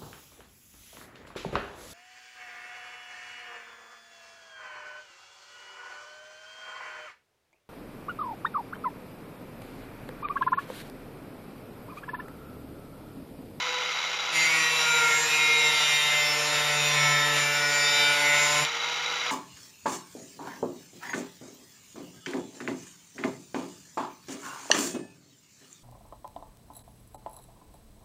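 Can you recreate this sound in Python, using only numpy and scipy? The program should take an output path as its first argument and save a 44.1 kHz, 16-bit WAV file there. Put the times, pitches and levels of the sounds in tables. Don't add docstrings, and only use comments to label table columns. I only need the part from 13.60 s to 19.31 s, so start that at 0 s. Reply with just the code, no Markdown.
import sys
import numpy as np
from scipy import signal
from scipy.fft import rfft, irfft
from scipy.io import wavfile

SR = 44100
rng = np.random.default_rng(int(sys.argv[2]) if len(sys.argv) > 2 else 0)


def wav_record(signal):
    frames = np.transpose(np.atleast_2d(signal))
    bounded = np.clip(frames, -1, 1)
    quanta = np.round(bounded * 32767).astype(np.int16)
    wavfile.write(sys.argv[1], SR, quanta)


N = 251804

# start_s, level_db
WHINE_LEVEL = [(0, 3), (.2, 6.5), (.32, -1.5), (.65, -5.5), (1.3, 5.5), (2.1, 4.5), (2.4, -10), (2.8, 2),
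               (5.71, 0)]
GEAR_RATIO = 37 / 12
PRESS_S, LIFT_S = 0.711, 5.03
ATTACK_S, RELEASE_S = 0.045, 0.024
CONTROL_COUNT = 3000


def undb(db):
    return np.exp(np.asarray(db) * (np.log(10) / 20))


def unit(x):
    return x / np.sqrt(np.mean(x ** 2))


def curve(rows):
    return np.interp(np.arange(N) / SR, *np.transpose(rows))


def stretch(x, size):
    return np.interp(np.linspace(0, len(x) - 1, size), np.arange(len(x)), x)


def shape_db(hz, points):
    point_hz, db = np.transpose(points)
    return np.interp(np.log(hz + 1), np.log(point_hz), db)


def colour(x, points):
    bin_hz = np.arange(N // 2 + 1) * SR / N
    return unit(irfft(rfft(x) * undb(shape_db(bin_hz, points)), N))


def resonate(x, hz, width):
    return signal.lfilter(*signal.iirpeak(hz, hz / width, fs=SR), x)


def walk(rate, size=N):
    at = np.linspace(0, N / SR * rate, size) + rng.random()
    knots = rng.standard_normal(4096)
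    return np.sqrt(3 / 2) * np.interp(at, np.arange(len(knots)), knots)


def garage(x, t60=0.43, wet_db=-16):
    t = np.arange(SR // 2) / SR
    tail = rng.standard_normal(len(t)) * np.exp(-np.log(1000) * t / t60) * (t > .005)
    tail = resonate(tail, 2740, 5400)
    tail /= np.sqrt(np.sum(tail ** 2))
    return x + undb(wet_db) * signal.fftconvolve(x, tail)[:N]


def disc_speed(free_hz=161.1, recover_s=0.38, hunt=0.00392, hunt_rate=5):
    # start_s, turns_hz
    loaded_speed = [(.72,161.6),(.88,160.2),(1.14,157.8),(1.6,153.1),(2,152.1),(2.25,150.4),(2.7,148.3),(3.28,147.7),(3.6,146.4),(4,145.9),(4.26,145.2),(4.74,146.3),(5.05,148.4)]
    t = np.arange(N) / SR
    before = np.clip((PRESS_S - t) / ATTACK_S, 0, 1)
    after = 1 - np.exp(-np.maximum(t - LIFT_S, 0) / recover_s)
    free = np.maximum(before, after)
    return free * free_hz * (1 + hunt * walk(hunt_rate)) + (1 - free) * curve(loaded_speed)


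def contact():
    t = np.arange(N) / SR
    press = np.clip((t - PRESS_S) / ATTACK_S, 1e-4, 1)
    return press * np.exp(-np.clip((t - LIFT_S) / RELEASE_S, 0, 10))


def machine(turns, bite_db, rush_db=-33.5, rattle_db=1.94, swish=0.032, knock_db=2, knock_lag=0.058,
            scatter_db=2.0, loaded_db=-5, whine_share=0.03):
    # pitch_hz, level_db
    rush = [(30, -18), (100, -23), (220, -19.5), (380, -10), (650, -5), (850, -1.5), (1300, -0.5),
            (1700, -3), (2200, 3), (3200, -1), (4000, -3), (4260, -7.5), (4850, -4), (5250, -9.5),
            (5900, -1.5), (6400, -16), (6700, -5.5), (7200, -16), (8300, -32), (12500, -28), (15000, -60)]
    # pitch_hz, width_hz (of each of two passes), level_db
    housing = [(837, 146, -48), (1352, 270, -41), (2132, 91, -41), (3030, 92, -45.5), (3490, 100, -49),
               (3894, 117, -40)]
    load = np.clip(undb(bite_db), 0, 1)
    beat = np.cos(2 * np.pi * ((GEAR_RATIO % 1) * turns - knock_lag)) * (1 - load / 2)
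    fanning = 1 + swish * np.sin(2 * np.pi * turns)
    out = colour(rng.standard_normal(N), rush) * fanning * undb(rush_db + rattle_db * walk(420))
    for hz, width, db in housing:
        knocks = rng.standard_normal(N) * undb(knock_db * beat + scatter_db * walk(160))
        out += undb(db) * unit(resonate(resonate(knocks, hz, width), hz, width))
    return out * undb(loaded_db * load + whine_share * curve(WHINE_LEVEL))


def motor(turns, lash=0.39, waver_db=2.5):
    # shaft_multiple, level_db (before waver and whine level)
    shaft_tones = [(1, -45.5), (2, -44), (3, -45), (4, -46), (6, -55), (8, -50)]
    out, play = np.zeros(N), lash * walk(40)
    for multiple, db in shaft_tones:
        phase = multiple * (2 * np.pi * GEAR_RATIO * turns + play)
        out += undb(db + waver_db * walk(14)) * np.sin(phase)
    return out * undb(curve(WHINE_LEVEL))


def disc_whine(turns, grip, slip_rad=0.9, waver_db=2.5, whine_share=0.99):
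    # disc_multiple, level_db (before waver and whine level)
    disc_tones = [(8, -57), (13, -48), (15, -53), (24, -53)]
    out = np.zeros(N)
    for multiple, db in disc_tones:
        phase = 2 * np.pi * multiple * turns + slip_rad * walk(40)
        out += undb(db + waver_db * walk(22)) * np.sin(phase)
    return out * (1 - grip) * undb(whine_share * curve(WHINE_LEVEL))


def wobble(turns, grip, place, free_db=-61.5, blade_db=-52, bench_db=-35, falloff_db=45, waver_db=1.0,
           free_octave_db=-63, octave_waver_db=2.0, bump_db=6, bump_s=0.02):
    # start_s, level_db (before waver)
    octave_level = [(.8, -46.5), (1.02, -45), (1.2, -67), (1.45, -54), (2.12, -53), (2.38, -67),
                    (2.72, -49.5), (3.6, -48.5), (5, -46.5)]
    t = np.arange(N) / SR
    pressed = np.hypot(undb(blade_db), undb(bench_db - falloff_db * (1 - place)))
    bump = bump_db * np.exp(-((t - LIFT_S) / bump_s) ** 2)
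    size = np.hypot(undb(free_db), grip * pressed) * undb(bump + waver_db * walk(15))
    ground_octave = undb(curve(octave_level) + octave_waver_db * walk(11))
    octave = (1 - grip) * undb(free_octave_db) + grip * ground_octave
    return np.sqrt(2) * size * np.sin(2 * np.pi * turns) + octave * np.sin(4 * np.pi * turns)


def ticks(ring_s=0.00041, edge_hz=5500):
    # start_s, peak_db
    snaps = [(5.05, -13.5)]
    out, t = np.zeros(N), np.arange(256) / SR
    soften = signal.butter(4, edge_hz, fs=SR, output="sos")
    for start_s, db in snaps:
        burst = rng.standard_normal(len(t)) * np.exp(-t / ring_s)
        snap = signal.sosfilt(soften, resonate(burst, 3600, 3700))
        first = int(start_s * SR)
        out[first:first + len(t)] += undb(db) * snap / np.abs(snap).max()
    return out


def recurring(turns, keep, count=6):
    chips, keep = rng.standard_normal(N), np.clip(keep, 0, .9)
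    out = chips.copy()
    for n in range(1, count):
        turns_ago = np.searchsorted(turns, turns - n)
        out += keep ** n * chips[turns_ago] * (turns > n)
    return unit(out)


def bursts(turns, depth):
    high_side = .5 + .5 * np.cos(2 * np.pi * turns)
    return unit(1 + depth * high_side ** 3)


def screech(turns, grip, throb=3.9, fade_s=0.086, ring_on_s=0.047, keep=0.46):
    # start_s, end_s (both at half size), pitch_hz, width_hz (of each pass), level_db
    screeches = [(.67, 1.056, 2340, 700, -31.5), (.67, .88, 3000, 2200, -37), (0.782, 1.35, 5920, 300, -45),
                 (1.267, 1.604, 2450, 600, -33.5), (1.3, 2.2, 5880, 600, -42.5),
                 (1.7, 2.022, 2460, 500, -36), (2.1, 2.26, 4650, 300, -40), (2.15, 2.554, 3600, 500, -40),
                 (3.15, 3.42, 2620, 400, -38.5), (3.326, 3.797, 2140, 700, -36),
                 (4.277, 4.546, 3400, 1396, -42), (4.6, 4.852, 2300, 806, -38),
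                 (4.993, 5.11, 2174, 450.7, -31)]
    t, out = np.arange(N) / SR, np.zeros(N)
    for start, end, hz, width, db in screeches:
        chips = recurring(turns, keep) * bursts(turns, throb)
        swell = np.clip(np.minimum(t - start, end - t) / fade_s + .5, 0, 1)
        out += undb(db) * swell * unit(resonate(resonate(chips, hz, width), hz, width))
    ring_on = np.exp(-np.maximum(t - LIFT_S, 0) / ring_on_s)
    return out * np.where(t < LIFT_S, grip, ring_on)


def first_bite(extra_db=4.0, fade_s=0.36):
    return extra_db * np.exp(-np.maximum(np.arange(N) / SR - PRESS_S, 0) / fade_s)


def grit(turns, bite_db, rasp_db=-32.5, throb=0.81, grain=0.2, keep=0.22, surge_db=1.72, surge_rate=16):
    # pitch_hz, level_db
    rasp = [(30, -37), (130, -11), (350, -21), (600, -6.5), (1200, -5.5), (1650, -3), (2300, -0.5),
            (3300, -5), (3750, -1.5), (4260, -9.5), (4700, -6.5), (5400, -5), (5750, -6.5), (6450, -16),
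            (7250, -4), (7550, -10.5), (8100, -50), (9300, -15), (12500, -28.5), (15500, -52)]
    chips = recurring(turns, keep) * np.exp(grain * rng.standard_normal(N))
    torn = chips * bursts(turns, throb)
    return colour(torn, rasp) * undb(rasp_db + bite_db + surge_db * walk(surge_rate))


def ringing(hz, place):
    # pitch_hz, width_hz, level_db (relative), half_waves (between tip and hand)
    blade_modes = [(1055, 44, -37.5, 0.8), (1440, 20.6, -38, 1.55), (1690, 23, -43, 2.217),
                   (1938, 34, -32, 2.12), (2116, 39, -22.5, 1.34), (2730, 45, -38, 0.5),
                   (2960, 39, -41.5, 1.4), (3138, 74, -31.5, 1.9), (3600, 43, -26, 2.4),
                   (4126, 28, -35.5, 3.1)]
    size = 0
    for mode_hz, width, db, half_waves in blade_modes:
        if hz.min() - width < mode_hz < hz.max() + width:
            mode_shape = np.abs(np.cos(np.pi * half_waves * place))
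            size = size + undb(db) * mode_shape / (1 + ((hz - mode_hz) / width * 2) ** 2)
    return size


def squealing(k, fade_share=0.61, spill_db=-17, gain_db=-0.06):
    # start_s, end_s (both at half size), turn_multiple, level_db (before gain_db)
    squeals = [(0.75, 0.888, 13, -24), (0.75, 0.88, 42, -34.5), (0.745, 0.92, 29, -33.5), (0.7, 1, 36, -38),
               (.83, 0.98, 14, -27), (0.82, .99, 9, -33), (0.87, 1.217, 7, -38.5), (0.99, 2.26, 3, -43),
               (0.923, 1.11, 12, -26), (.9, 1.218, 15, -32.5), (.96, 1.25, 17, -30), (1.02, 1.447, 25, -31),
               (1.254, 1.4, 15, -26), (1.245, 1.562, 9, -25), (1.24, 1.53, 6, -36), (1.23, 1.55, 17, -34),
               (1.4, 1.61, 14, -23), (1.44, 1.72, 12, -32), (1.5, 1.75, 11, -36), (1.45, 1.69, 44, -34),
               (1.43, 1.81, 48, -34.5), (1.66, 2.003, 16, -27), (1.65, 1.84, 17, -31.5),
               (1.72, 2.13, 18, -32), (1.72, 2.14, 39, -42), (1.68, 2.05, 9, -33.5),
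               (1.73, 2.14, 25, -27.5), (1.725, 2.04, 14, -25), (2.01, 2.214, 14, -24),
               (2.15, 2.7, 7, -39.5), (2.12, 2.44, 16, -31.5), (1.95, 2.11, 48, -34.5),
               (1.9, 2.38, 26, -35), (2.1, 2.58, 21, -33.5), (2.08, 2.56, 19, -33), (2.19, 2.74, 24, -33.5),
               (2.21, 2.588, 25, -28), (2.297, 2.656, 14, -26.5), (2.2, 3.17, 18, -34), (2.5, 3.6, 14, -34),
               (2.1, 3.367, 12, -36.5), (2.59, 2.9, 36, -31), (2.9, 3.33, 25, -30.5), (3.4, 3.85, 25, -35),
               (3.17, 3.45, 16, -36), (3.2, 3.57, 24, -34.5), (2.85, 4, 48, -36), (3.09, 3.44, 17, -33.5),
               (3.1, 3.55, 18, -35.5), (3.21, 3.54, 28, -36.5), (3.21, 3.77, 7, -34), (3.34, 3.97, 12, -30),
               (3.31, 3.78, 13, -30), (3.3, 3.87, 9, -33.5), (3.372, 3.616, 15, -25), (3.4, 3.69, 36, -34),
               (3.65, 4, 19, -34), (3.85, 4.24, 10, -29.5), (3.75, 4.1, 16, -29), (4.04, 4.6, 16, -26),
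               (3.78, 4.12, 36, -38), (3.98, 4.38, 13, -31), (4.072, 4.375, 48, -32), (4.12, 4.6, 32, -31),
               (4.02, 4.5, 36, -32), (4.179, 4.55, 25, -29.5), (4.29, 4.98, 10, -28), (4.248, 5, 6, -35.5),
               (4.25, 4.56, 27, -35), (4.29, 4.578, 19, -34), (4.33, 4.55, 21, -36),
               (4.58, 4.86, 14, -23.5), (4.6, 4.92, 16, -35), (4.64, 4.97, 13, -34), (4.56, 4.89, 15, -27),
               (4.62, 5, 19, -37), (4.58, 5.02, 49, -32), (4.72, 5.05, 7, -32.5), (4.7, 5, 36, -40),
               (4.77, 5, 46, -32.5)]
    t, power = np.linspace(0, N / SR, CONTROL_COUNT), 0
    for start, end, multiple, db in squeals:
        apart = abs(round(multiple) - k)
        if apart <= 1:
            fade_s = fade_share * (end - start)
            rise = np.clip(np.minimum(t - start, end - t) / fade_s + .5, 0, 1)
            size = undb(db + gain_db + spill_db * apart) * np.sin(np.pi / 2 * rise) ** 2
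            power = power + size ** 2
    return np.sqrt(power)


def rubbing(turns, disc_hz, bite_db, place, waver_db=3.5, waver_rate=7, slip_rad=0.16, slip_rate=8,
            flutter_db=1.31, scuff=0.79, scuff_rate=35, scuff_hz=4200, squeal_scuff=0.22,
            skid_turns=0.0009, rim_waver=0.99, ring_db=-2.0):
    # pitch_hz, level_db (before waver)
    comb = [(300, -85), (440, -47.5), (620, -58), (900, -41.5), (1150, -50.5), (1400, -35.5), (1620, -54.5),
            (1850, -45), (2200, -37.5), (2650, -40.5), (3300, -47), (3650, -43), (4300, -53), (4650, -45),
            (5200, -52.5), (5700, -43), (6500, -53.5), (7200, -41), (7800, -73), (9200, -49.5),
            (10300, -74), (11000, -54), (12600, -61), (13400, -77), (14300, -62.5), (15500, -83)]
    bench_lines = dict([(4, -42), (5, -48.5), (6, -56.5), (7, -49), (8, -59), (10, -56)])
    rim_lines = dict([(12, -42), (14, -38.5), (25, -49.5), (36, -47), (47, -50), (48, -55)])
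    disc_hz, bite, place = (stretch(c, CONTROL_COUNT) for c in (disc_hz, undb(bite_db), place))
    grip = stretch(contact(), CONTROL_COUNT)
    overhang_db, supported_db = -15, 5
    supported = np.clip((place - 0.48) / 0.32 + .5, 0, 1)
    bench_db = overhang_db + (supported_db - overhang_db) * supported
    spin = np.exp(2j * np.pi * (turns + skid_turns * walk(40)))
    out, line = np.zeros(N), spin
    for k in range(2, 103):
        hz, line = k * disc_hz, line * spin
        waver = waver_db * k / (k + 6) * walk(waver_rate, CONTROL_COUNT)
        power = undb(shape_db(hz, comb) + waver) ** 2 + (undb(ring_db) * ringing(hz, place)) ** 2
        if k in rim_lines:
            power += undb(rim_lines[k] + rim_waver * waver) ** 2
        if k in bench_lines:
            power += undb(bench_lines[k] + bench_db) ** 2
        rubbed, locked = bite * np.sqrt(power), grip * squealing(k)
        rough = scuff * hz ** 2 / (hz ** 2 + scuff_hz ** 2)
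        rough = rough * (rubbed + squeal_scuff * locked) / (rubbed + locked)
        scatter = walk(scuff_rate, CONTROL_COUNT) + 1j * walk(scuff_rate, CONTROL_COUNT)
        broken = (1 + rough * scatter) / np.sqrt(1 + 2 * rough ** 2)
        flutter = undb(flutter_db * walk(28.02, CONTROL_COUNT))
        size = np.maximum(rubbed, locked) * broken * flutter
        drift = 2 * np.pi * rng.random() + slip_rad * walk(slip_rate, CONTROL_COUNT)
        out += (stretch(size * np.exp(1j * drift), N) * line).imag
    return out


def scene():
    # start_s, level_db
    pressure = [(.8, -2), (1.2, -1.5), (2.1, 0), (2.9, -0.5), (3.5, 0), (3.9, -1.5), (4.5, 0.5), (5, 1)]
    # start_s, place (overhanging tip 0 to holding hand 1)
    edge_place = [(.75, 0.068), (2.2, 0.47), (2.7, 0.69), (3.44, 1), (4.1, 0.74), (4.6, 0.66), (5, 0.82)]
    disc_hz, grip, place = disc_speed(), contact(), curve(edge_place)
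    bite_db = 20 * np.log10(grip) + curve(pressure)
    turns = np.cumsum(disc_hz * (1 + 0.000468 * walk(25.04))) / SR
    running = machine(turns, bite_db) + motor(turns) + disc_whine(turns, grip)
    hum = wobble(turns, grip, place)
    rough = ticks() + screech(turns, grip) + grit(turns, bite_db + first_bite())
    steel = rough + rubbing(turns, disc_hz, bite_db, place)
    return garage(running + hum + steel)[None]


def record(dry):
    return signal.sosfilt(signal.ellip(8, .2, 70, 15600, fs=SR, output="sos"), dry)


dry = scene()
out = record(dry)
wav_record(out)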